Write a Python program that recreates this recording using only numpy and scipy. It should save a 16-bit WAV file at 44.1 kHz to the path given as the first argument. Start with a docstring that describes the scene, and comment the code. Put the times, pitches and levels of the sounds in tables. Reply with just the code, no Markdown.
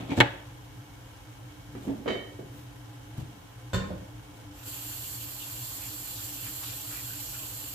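"""A glass lid clanks onto a frying pan close to a phone, over a humming stove with faintly sizzling meat.
The cook crosses the kitchen, bumps a drawer of utensils, lands a dish in the steel sink and turns on the tap,
whose spray hisses and patters to the end. Solid objects are decaying modes plus a noise crack; sizzle,
scuffs and water are dense random bursts; the small hard room answers the knocks with decaying noise."""
import sys
import numpy as np
from scipy import signal
from scipy.fft import rfft, irfft, next_fast_len
from scipy.io import wavfile

SR = 44100
rng = np.random.default_rng(int(sys.argv[2]) if len(sys.argv) > 2 else 0)


def wrap_up_sound(samples):
    """Save the sound to the file named by the first command line argument, as 16-bit audio."""
    columns = np.atleast_2d(samples).T
    # keep every value between -1 and 1, then stretch to whole-number steps
    tamed = np.clip(columns, -1, 1)
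    steps = np.round(tamed * 32767).astype(np.int16)
    wavfile.write(sys.argv[1], SR, steps)


N = 341334
TIME = np.arange(N) / SR
TOP_HZ = 15480  # upper band limit

# How alike the two microphones hear. Each row: frequency in Hz, left-right correlation (no unit).
LIKENESS = [(60, 1), (130, 0.95), (290, 0.75), (640, 0.19), (1400, 0), (16000, 0)]


def undb(db):
    """Level law: decibels to amplitude gain."""
    return 10 ** (np.asarray(db) / 20)


def unit(x):
    """Normalisation: scale to rms 1."""
    return x / np.sqrt(np.mean(x ** 2))


def along(points, hz):
    """Logarithmic pitch scale: read (Hz, value) points linearly in log frequency."""
    f, value = np.transpose(points)
    return np.interp(np.log(np.maximum(hz, 1)), np.log(f), value)


def colour(x, points):
    """Spectral shaping: filter a sound by (Hz, dB) points, at rms 1."""
    n = x.shape[-1]
    size = next_fast_len(n)
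    gain = undb(along(points, np.fft.rfftfreq(size, 1 / SR)))
    return unit(irfft(rfft(x, size) * gain, size)[..., :n])


def diffuse(n):
    """Diffuse field: white noise from all round, on which the microphones agree only in the bass."""
    size = next_fast_len(n)
    alike = np.clip(along(LIKENESS, np.fft.rfftfreq(size, 1 / SR)), -1, 1)
    mid, side = rfft(rng.standard_normal((2, size))) * np.sqrt([1 + alike, 1 - alike])
    return unit(irfft([mid + side, mid - side], size)[:, :n])


def walk(rate):
    """Slow random modulation of rms 1, changing about rate times a second."""
    knots = rng.standard_normal(4096)
    return unit(np.interp(TIME * rate, np.arange(len(knots)), knots))


def fade(t, t60):
    """Exponential damping: amplitude falls 60 dB in t60 seconds."""
    return np.exp(-np.log(1000) * t / t60)


def ramp(start_s, length_s):
    """Linear onset: rise evenly from 0 to 1."""
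    return np.clip((TIME - start_s) / length_s, 0, 1)


def panned(x, pan_db):
    """Level-difference stereo: shift a sound by left minus right dB."""
    return x * undb(np.array([[pan_db], [-pan_db]]) / 2)


def kitchen(x, gap=0.0061):
    """Reverberation: dense reflections build up over gap seconds, then decay, the treble dying first."""
    # Room decay. Each row: frequency in Hz, decay time T60 in seconds.
    room_t60 = [(100, 0.44), (600, 0.66), (2500, 0.51), (5000, 0.44), (12000, 0.13)]
    t = np.arange(SR // 2) / SR
    noise, hz = rfft(diffuse(len(t))), np.fft.rfftfreq(len(t), 1 / SR)
    centres, t60s = np.transpose(room_t60)
    # overlapping bands that add up to the whole spectrum
    shares = [along(np.c_[centres, row], hz) for row in np.eye(len(centres))]
    tail = sum(irfft(noise * share, len(t)) * fade(t, t60) for share, t60 in zip(shares, t60s))
    build_up = 1 - np.exp(-(t / gap) ** 2)
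    tail = unit(tail * build_up) / np.sqrt(len(t))
    return signal.fftconvolve(x, tail, axes=1)[:, :N]


def struck(blows, modes, crack, crack_db, crack_t60, rise_s, room_db, pan_db, detune=0,
           spot_db=2.2, room_modes_db=0):
    """Modal impact: each blow rings the modes and a dense crack; a soft contact leaves the treble out."""
    t = np.arange(SR // 2) / SR
    rings = []
    for k, (hz, db, t60) in enumerate(modes):
        # short waves reach the two microphones out of step
        skew = (-1) ** k * np.arccos(np.clip(along(LIKENESS, hz), .55, 1)) / 2
        phase = 2 * np.pi * hz * t + np.array([[skew], [-skew]])
        rings.append(undb(db) * fade(t, t60) * np.cos(phase))
    rings, swell = np.array(rings), 1 - np.exp(-t / rise_s)
    near, far = np.zeros((2, 2, N + len(t)))
    for s, db, hard_hz in blows:
        # every blow lands on another spot and favours other modes
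        favour = undb(spot_db * rng.standard_normal(len(modes)))
        ring = np.tensordot(favour, rings, 1)
        # the changing contact shifts their pitch a little
        shifted = t * (1 + detune * rng.standard_normal())
        ring = np.array([np.interp(shifted, t, side) for side in ring])
        burst = undb(crack_db) * colour(diffuse(len(t)), crack) * fade(t, crack_t60)
        contact = signal.butter(2, min(hard_hz, TOP_HZ), fs=SR)
        start = max(int(s * SR), 0)
        ring, burst = undb(db) * signal.lfilter(*contact, swell * np.array([ring, burst]) + 1e-18)
        near[:, start:start + len(t)] += ring + burst
        # the room hears the object from all sides, so single modes can stand out less there
        far[:, start:start + len(t)] += undb(room_modes_db) * ring + burst
    return panned(near[:, :N] + undb(room_db) * kitchen(far[:, :N]), pan_db)


def rebounds(blows, gap_s, loss_db, soften, count):
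    """Repeated contact: each blow makes count contacts loss_db apart, hardness scaled by soften each time."""
    contacts = []
    for s, db, hard_hz in blows:
        for k in range(count):
            contacts.append((s + k * gap_s, db - k * loss_db, hard_hz * soften ** k))
    return contacts


def droplets(rate, spread_db, t60):
    """Shot noise: tiny bursts at random moments, rate a second, most of them weak and a few strong."""
    strengths = undb(spread_db * np.minimum(rng.exponential(size=N), 5))
    sizes = strengths * (rng.random(N) < rate / SR)
    # summed burst power, each burst decaying exponentially
    power = signal.lfilter([1], [1, -fade(2 / SR, t60)], sizes ** 2)
    return unit(np.sqrt(power + 1e-18) * diffuse(N))


def surfaces(x, echo=0.42, count=8):
    """Comb filtering: early echoes off worktop and cupboards ripple each microphone's spectrum differently."""
    lags = (rng.uniform(.0005, .009, (2, count)) * SR).astype(int)
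    sides = []
    for side, row in zip(x, lags):
        echoes = sum((-1) ** k * np.roll(side, lag) for k, lag in enumerate(row))
        sides.append(side + echo * echoes)
    return unit(np.array(sides))


def flare(x, s, half_s, db, hz, octaves):
    """Band-pass and Gaussian envelope: one band of a sound comes up and dies away."""
    edges = np.clip(hz * 2 ** (np.array([-.5, .5]) * octaves), 20, TOP_HZ)
    band = unit(signal.sosfilt(signal.butter(2, edges, "band", fs=SR, output="sos"), x))
    return undb(db) * np.exp(-((TIME - s) / half_s) ** 2) * band


def lid():
    """Modal impacts: soft nudges in the hand, a harder chattering drop, the pan's low thuds on the hob."""
    # Lid and pan together. Each row: frequency in Hz, level in dB, decay time T60 in seconds.
    lid_modes = [(188, -29, 0.041), (278, -13.5, 0.074), (321, -28, 0.18), (468, -32.5, 0.18),
                 (575, -34, 0.18), (730, -29.5, 0.16), (824, -26, 0.16), (878, -22, 0.089),
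                 (1220, -35, 0.038), (1394, -25, 0.06), (1530, -30, 0.029), (1620, -27, 0.03),
                 (1785, -9, 0.039), (2186, -15.5, 0.046), (2220, -14, 0.029), (2420, -33, 0.049),
                 (2720, -14, 0.025), (3000, -17, 0.028), (3160, -22, 0.025), (3330, -19, 0.046),
                 (4110, -21.5, 0.041), (7430, -22, 0.021)]
    # Spectrum of their crack. Each row: frequency in Hz, relative level in dB.
    lid_crack = [(30, -38), (70, -18), (130, 7.5), (200, -16), (500, -2), (1050, -3.5), (1500, 0.5),
                 (2400, -4), (3450, -4), (4100, -15.5), (4700, -22), (8000, -23), (10000, -30),
                 (16000, -27)]
    # The rim nudges the pan while held. Each row: start in seconds, level in dB, hardness (low-pass) in Hz.
    nudges = [(0.001, -15, 400), (0.028, -15, 400), (0.094, -7, 300), (0.1165, 2, 440), (0.1748, 1, 616),
              (0.183, 7, 232)]
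    # Let go, it clanks home and rattles to rest. Each row: start in seconds, level in dB, hardness in Hz.
    drop = [(0.2024, -0.5, 15000), (0.2078, -1, 4500), (0.2135, -6, 2200), (0.2245, -11, 900),
            (0.234, -13, 750), (0.244, -17, 700), (0.257, -15, 650)]
    # The lid's weight presses the pan onto the hob. Each row: start in seconds, level in dB, hardness in Hz.
    presses = [(0.181, -2, 197), (0.2058, -3, 250)]
    # The pan bouncing on the hob. Each row: frequency in Hz, level in dB, decay time T60 in seconds.
    pan_modes = [(85, -31, 0.045), (117, -12.5, 0.12)]
    # Spectrum of its crack. Each row: frequency in Hz, relative level in dB.
    pan_crack = [(30, -35), (110, 0), (250, -8), (600, -30), (16000, -63.5)]
    held = struck(nudges, lid_modes, lid_crack, crack_db=-17.0, crack_t60=0.051, rise_s=0.0034,
                  room_db=-24, pan_db=0.0, detune=0.014)
    dropped = struck(drop, lid_modes, lid_crack, crack_db=-8.5, crack_t60=0.046, rise_s=0.00038,
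                     room_db=-16.5, pan_db=-1.0, detune=0.0082, room_modes_db=-7)
    thud = struck(presses, pan_modes, pan_crack, crack_db=-36, crack_t60=0.091, rise_s=0.0037,
                  room_db=-18, pan_db=0.3, detune=0.01)
    return held + dropped + thud


def scrapes(room_db=-12):
    """Stick-slip friction: the rim grates on the pan and sings briefly in one narrow band."""
    # The rim slides: middle in seconds, half length in seconds, level in dB, centre in Hz, width in octaves.
    rim_scrape = (0.119, 0.017, -41, 2330, 0.14)
    slips = droplets(rate=1200, spread_db=2, t60=.015)
    out = flare(slips, *rim_scrape)
    return out + undb(room_db) * kitchen(out)


def drawer():
    """Modal impacts: the wooden drawer booms softly, its tray clacks and the utensils jingle."""
    # The wooden drawer. Each row: frequency in Hz, level in dB, decay time T60 in seconds.
    wood_modes = [(113, -42, 0.23), (219, -30.5, 0.41), (272.4, -24, 0.18), (316, -31, 0.12),
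                  (470, -38, 0.086), (562, -48, 0.19)]
    # Spectrum of its crack. Each row: frequency in Hz, relative level in dB.
    wood_crack = [(60, -23), (200, -7), (380, -7), (650, -13), (900, -17), (2500, -11.5), (7000, -13),
                  (16000, -34)]
    # Knocks of the drawer. Each row: start in seconds, level in dB, hardness in Hz.
    wood_knocks = [(1.7505, -11, 305), (1.8735, -1, 520), (1.8985, -2.5, 450), (2.077, -1.5, 504)]
    # The cutlery tray. Each row: frequency in Hz, level in dB, decay time T60 in seconds.
    tray_modes = [(392, -28, 0.11), (455, -30.5, 0.076), (580, -38, 0.15), (635, -35.5, 0.14),
                  (900, -49, 0.049)]
    # Spectrum of its crack. Each row: frequency in Hz, relative level in dB.
    tray_crack = [(100, -20), (250, -5.5), (450, -6), (650, -9), (900, -13.5), (2500, -11), (7000, -14.5),
                  (16000, -32)]
    # It slides against the drawer's ends. 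Each row: start in seconds, level in dB, hardness in Hz.
    tray_knocks = [(1.7505, -12.5, 1220), (1.879, -12, 700), (2.058, 1, 744), (2.077, 0.5, 1580),
                   (2.099, -1.5, 1200), (2.145, -4, 800), (2.39, -9.5, 550)]
    # Utensils, close pairs beating. Each row: frequency in Hz, level in dB, decay time T60 in seconds.
    metal_modes = [(1730, -44, 0.22), (1841, -37.5, 0.36), (1910, -41, 0.3), (1940, -43, 0.23),
                   (2117, -40, .3), (2247, -43.5, 0.54), (2256, -44, 0.26), (2640, -49, 0.24),
                   (3000, -45, 0.81), (3002, -43.5, 0.32), (3020, -34, 0.12), (3105, -37, 0.29),
                   (3133, -39, 0.33), (3680, -44, 0.25), (3930, -43.5, 0.43), (4000, -54, 0.28),
                   (4430, -53, 0.25), (4510, -54, 0.17), (4660, -48, 0.18), (4710, -50, 0.18)]
    # Spectrum of their crack. Each row: frequency in Hz, relative level in dB.
    metal_crack = [(500, -21), (1200, -3), (3000, 3), (4800, -8), (7000, 0), (9000, -12), (16000, -28)]
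    # A run of knocks jolts them together. Each row: start in seconds, level in dB, hardness in Hz.
    metal_jolts = [(2.064, -14, 6000), (2.077, -2, 7000), (2.099, -3.5, 8000), (2.125, -10.5, 6000),
                   (2.152, -17, 7000)]
    wood = struck(wood_knocks, wood_modes, wood_crack, crack_db=-23.5, crack_t60=0.25, rise_s=0.0024,
                  room_db=-10, pan_db=-3.0, detune=0.0043)
    tray = struck(tray_knocks, tray_modes, tray_crack, crack_db=-23.5, crack_t60=0.18, rise_s=0.00068,
                  room_db=-9.5, pan_db=-2.5, detune=0.012)
    metal = struck(metal_jolts, metal_modes, metal_crack, crack_db=-41.5, crack_t60=0.13, rise_s=0.0033,
                   room_db=-6.5, pan_db=-1.0, detune=0.0017)
    return wood + tray + metal


def sink():
    """Chattering impact: a dish rebounds on the steel, strong in the room; the basin booms under its weight."""
    # Dish and steel. 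Each row: frequency in Hz, level in dB, decay time T60 in seconds.
    dish_modes = [(101, -25.5, 0.17), (177, -28, 0.11), (384, -33.5, 0.11), (513, -21.5, 0.081),
                  (587, -36, 0.18), (1006, -38, 0.25), (1058, -35.5, 0.27), (1290, -41, 0.12),
                  (1454, -31.5, 0.07), (1497, -30, 0.07), (1780, -34, 0.097), (1874, -36, 0.08),
                  (2380, -45, 0.08), (2790, -53, .12), (3020, -42, 0.18), (3560, -34, 0.085),
                  (3665, -43, 0.07), (3700, -41, 0.089), (4270, -45, .1), (4441, -40, 0.098),
                  (4610, -49, 0.14), (5100, -50, 0.15)]
    # Spectrum of their crack. Each row: frequency in Hz, relative level in dB.
    dish_crack = [(35, 3), (80, 6), (300, -10.5), (900, -21), (1600, -18.5), (2500, -20), (5500, -27),
                  (7500, -17.5), (9500, -33), (16000, -13)]
    # The dish lands, tips and settles. Each row: start in seconds, level in dB, hardness in Hz.
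    dish_knocks = [(3.7315, -2, 8950), (3.7425, -1.5, 8000), (3.766, -13, 7000), (3.8, -17, 4500),
                   (3.836, -20, 3500)]
    # Hollow boom of the basin. Each row: frequency in Hz, level in dB, decay time T60 in seconds.
    basin_modes = [(91, -29, 0.22), (191, -25.5, 0.16), (238, -36, 0.089), (337, -34, 0.087),
                   (522, -27.5, 0.1), (597, -31, 0.114)]
    # Spectrum of its crack. Each row: frequency in Hz, relative level in dB.
    basin_crack = [(35, -16), (80, 1), (300, -11), (600, -11), (1200, -10), (16000, -38)]
    # The rocking dish thumps the basin. Each row: start in seconds, level in dB, hardness in Hz.
    basin_thumps = [(3.764, 2, 130), (3.812, -4, 250), (3.888, -8, 400), (3.902, -3, 700),
                    (3.929, -5.5, 330), (3.957, -13, 394)]
    chatter = rebounds(dish_knocks, gap_s=0.007, loss_db=8.5, soften=0.93, count=2)
    dish = struck(chatter, dish_modes, dish_crack, crack_db=-23.0, crack_t60=0.15, rise_s=0.0024,
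                  room_db=-4.5, pan_db=-1.5, detune=0.0039)
    basin = struck(basin_thumps, basin_modes, basin_crack, crack_db=-28.5, crack_t60=0.15, rise_s=0.0029,
                   room_db=-8.5, pan_db=-1.5, detune=0.0052)
    return dish + basin


def spray(spray_gain_db=4, flutter_db=0.5):
    """Turbulent jet noise: the valve opens in two turns and the aerator hisses almost evenly."""
    # Spectrum of the jet. Each row: frequency in Hz, relative level in dB.
    jet_colour = [(1500, -13.5), (2300, -15), (2700, -9.5), (3100, -7.5), (3700, -9), (4450, -2),
                  (4900, -9), (5900, -9.5), (6800, -4.5), (7300, 3), (8200, -4.5), (9200, -9),
                  (10400, -5.5), (10900, -9), (11600, -2.5), (12800, 1.5), (14000, -4.5), (15500, -6)]
    # Stereo lean of the jet. Each row: frequency in Hz, left minus right in dB.
    jet_pan = [(3000, -2), (6000, 0), (7300, 3.5), (8200, -4), (9500, 4), (11000, -5.5), (12700, -8.5),
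               (14000, -6), (15500, -3)]
    # Course of the full flow. Each row: time in seconds, level in dB before gain and flutter.
    flow_level = [(4.68, -43.5), (5.02, -40.5), (5.34, -44), (5.65, -41), (6.0, -42.5), (6.3, -41.5),
                  (7.7, -42)]
    open_s, open_turn_s, full_s, full_turn_s = 4.5, 0.09, 4.615, 0.063
    part_open_db = -13  # part-open tap against full flow
    flow_db = np.interp(TIME, *np.transpose(flow_level))
    throttle_db = part_open_db * (1 - ramp(full_s, full_turn_s))
    valve = ramp(open_s, open_turn_s) * undb(throttle_db)
    jet = colour(droplets(rate=14000, spread_db=0.5, t60=0.006), jet_colour)
    jet = surfaces(jet, echo=0.21, count=24)
    lean_db = along(jet_pan, np.fft.rfftfreq(N, 1 / SR))
    jet = unit(irfft(rfft(jet) * undb(np.array([lean_db, -lean_db]) / 2), N))
    return valve * jet * undb(flow_db + spray_gain_db + flutter_db * walk(25))


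def wander(x, spread_db, rate):
    """Independent band modulation: each half-octave band swells and sinks by itself."""
    octaves = np.log2(np.maximum(np.fft.rfftfreq(N, 1 / SR), 1))
    centres = np.arange(9, 14, .5)  # log2 of Hz
    spectrum = rfft(x)
    total = 0
    for row in np.eye(len(centres)):
        band = irfft(spectrum * np.interp(octaves, centres, row), N)
        total = total + band * undb(spread_db * walk(rate))
    return unit(total)


def patter():
    """Random drop impacts: water hits the basin once the tap is open, and now and then splashes up."""
    # Spectrum of the drops. Each row: frequency in Hz, relative level in dB.
    drop_colour = [(250, -40), (500, 13), (900, 5.5), (1450, 14.5), (2000, 7.5), (2800, 18.5), (3600, 14.5),
                   (4400, 7), (6000, 12), (12000, -55)]
    # The broken stream splashes up. Each row: middle in seconds, half length in seconds, level in dB,
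    # centre in Hz, width in octaves.
    splashes = [(5.845, 0.04, -50.5, 2400, 0.4), (6.175, 0.035, -46.5, 4330, 0.86),
                (6.48, 0.034, -51.5, 1820, 1.2), (6.635, 0.03, -49, 1500, 2),
                (6.687, 0.042, -46, 3600, 0.9), (7.11, 0.046, -53.5, 1530, 0.2)]
    start_s, rise_s, level_db = 4.51, 0.065, -52.5
    # later it grows louder and slowly eases
    surge_s, surge_db, surge_rise_s, surge_ease_s = 6.38, 5.5, 0.2, 0.85
    easing = np.exp(-np.maximum(TIME - surge_s - surge_rise_s, 0) / surge_ease_s)
    surge = ramp(surge_s, surge_rise_s) * easing
    drops = surfaces(colour(droplets(rate=400, spread_db=2.0, t60=0.042), drop_colour), echo=0.42)
    drops = wander(drops, spread_db=4.5, rate=14)
    steady = drops * ramp(start_s, rise_s) * undb(level_db + surge_db * surge)
    spatter = droplets(rate=760, spread_db=2.5, t60=0.025)
    return steady + sum(flare(spatter, *splash) for splash in splashes)


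def steps():
    """Two-part impact: the heel lands, then the ball of the foot, weaker and harder."""
    # The floor. Each row: frequency in Hz, level in dB, decay time T60 in seconds.
    floor_modes = [(114.5, -26.5, 0.068), (144, -24.5, 0.052), (202, -41, 0.19), (313, -39.5, 0.11)]
    # Spectrum of its crack. Each row: frequency in Hz, relative level in dB.
    floor_crack = [(40, -30), (130, -26), (450, 22), (800, -21), (16000, -18)]
    # Heels on the floor. Each row: start in seconds, level in dB, hardness in Hz.
    heels = [(1.685, -6, 149), (2.40, -6.5, 170), (2.54, -5.5, 218), (3.178, 4.5, 258), (6.425, -11, 220)]
    blows = rebounds(heels, gap_s=0.041, loss_db=8, soften=1.6, count=2)
    return struck(blows, floor_modes, floor_crack, crack_db=-35, crack_t60=0.022, rise_s=0.0046,
                  room_db=-6, pan_db=0.0)


def scuffs(room_db=-8):
    """Friction noise: dense tiny slips swell and die with each movement."""
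    # Sliding and brushing of lid, drawer and clothes. Each row: middle in seconds, half length in seconds,
    # level in dB before the low-pass, brightness (low-pass) in Hz.
    movements = [(0, 0.068, -33.5, 3350), (0.119, 0.028, -29.5, 3900), (0.182, 0.016, -26, 6000),
                 (1.863, 0.077, -45.5, 9000), (1.894, 0.054, -33, 704), (2.585, 0.05, -50.5, 13700),
                 (3.195, 0.037, -43, 8900), (4.39, 0.064, -50.5, 9800)]
    # Spectrum of the slips. Each row: frequency in Hz, relative level in dB.
    slip_colour = [(200, 8), (500, 4.5), (1000, -1), (1600, -8.5), (2400, -5.5), (3500, -5), (5000, -13),
                   (7500, -7.5), (10000, -12), (15000, 1.5)]
    slips = colour(droplets(rate=2500, spread_db=2, t60=.015), slip_colour)
    out = 0
    for s, half_s, db, hz in movements:
        dulled = signal.lfilter(*signal.butter(2, min(hz, TOP_HZ), fs=SR), slips)
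        out = out + undb(db) * np.exp(-((TIME - s) / half_s) ** 2) * dulled
    return out + undb(room_db) * kitchen(out)


def hollow(x):
    """Cavity resonance: lift a sound at the hollow resonances of pan and stove."""
    # Resonances. Each row: centre in Hz, width in Hz, lift in dB.
    cavities = [(431, 31, 8.5), (518, 40, 6), (512, 22, 3.5), (697, 41, 5.5), (837, 67, 7), (1020, 51, 5.5),
                (1333, 30, 7), (1665, 68, 3), (2220, 43, 8)]
    hz = np.fft.rfftfreq(N, 1 / SR)
    lift_db = sum(db / (1 + (2 * (hz - centre) / width) ** 2) for centre, width, db in cavities)
    return unit(irfft(rfft(x) * undb(lift_db), N))


def stove(air_db=-47, sizzle_db=-57.0):
    """Tones and steady noise: mains hum, a low rush of air and fat frying faintly under the lid."""
    # Mains hum. Each row: frequency in Hz, rms level in dB.
    hum_tones = [(59.2, -80), (118.4, -53.5), (296.1, -64.5)]
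    # Spectrum of the air rush. Each row: frequency in Hz, relative level in dB.
    air_colour = [(25, -23), (55, 0), (75, -10), (100, 1), (125, 5), (145, -17.5), (175, -10.5),
                  (230, -24.5), (295, -1), (360, -22.5), (480, -22), (900, -19), (1700, -29), (5000, -37.5)]
    # Spectrum of the muffled sizzle. Each row: frequency in Hz, relative level in dB.
    sizzle_colour = [(700, -16), (1400, 8), (2300, 1.5), (3100, 6.5), (4000, 0), (4800, -2.5), (6200, -0.5),
                     (9500, -8), (13000, -7.5), (15500, -14)]
    hum = 0
    for hz, db in hum_tones:
        phase = 2 * np.pi * hz * TIME + .5 * walk(3.15)
        hum = hum + undb(db) * unit(np.sin(phase))
    air = undb(air_db) * hollow(colour(diffuse(N), air_colour))
    fat = droplets(rate=5000, spread_db=2.2, t60=.012)
    sizzle = undb(sizzle_db) * surfaces(hollow(colour(fat, sizzle_colour)), echo=0.21)
    return hum + air + sizzle


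def scene():
    """Superposition: lid and stove at the phone; drawer, steps, sink and tap across the kitchen."""
    at_phone = lid() + scrapes() + stove()
    across = drawer() + sink() + spray() + patter() + steps()
    return at_phone + across + scuffs()


def record(dry):
    """Band limits and soft saturation: the phone thins the deepest bass, rounds peaks and cuts the top."""
    thinned = signal.sosfilt(signal.butter(3, 38, "high", fs=SR, output="sos"), dry)
    rounded = np.tanh(thinned)
    return signal.sosfilt(signal.ellip(12, .2, 80, TOP_HZ, fs=SR, output="sos"), rounded)


dry = scene()
out = record(dry)
wrap_up_sound(out)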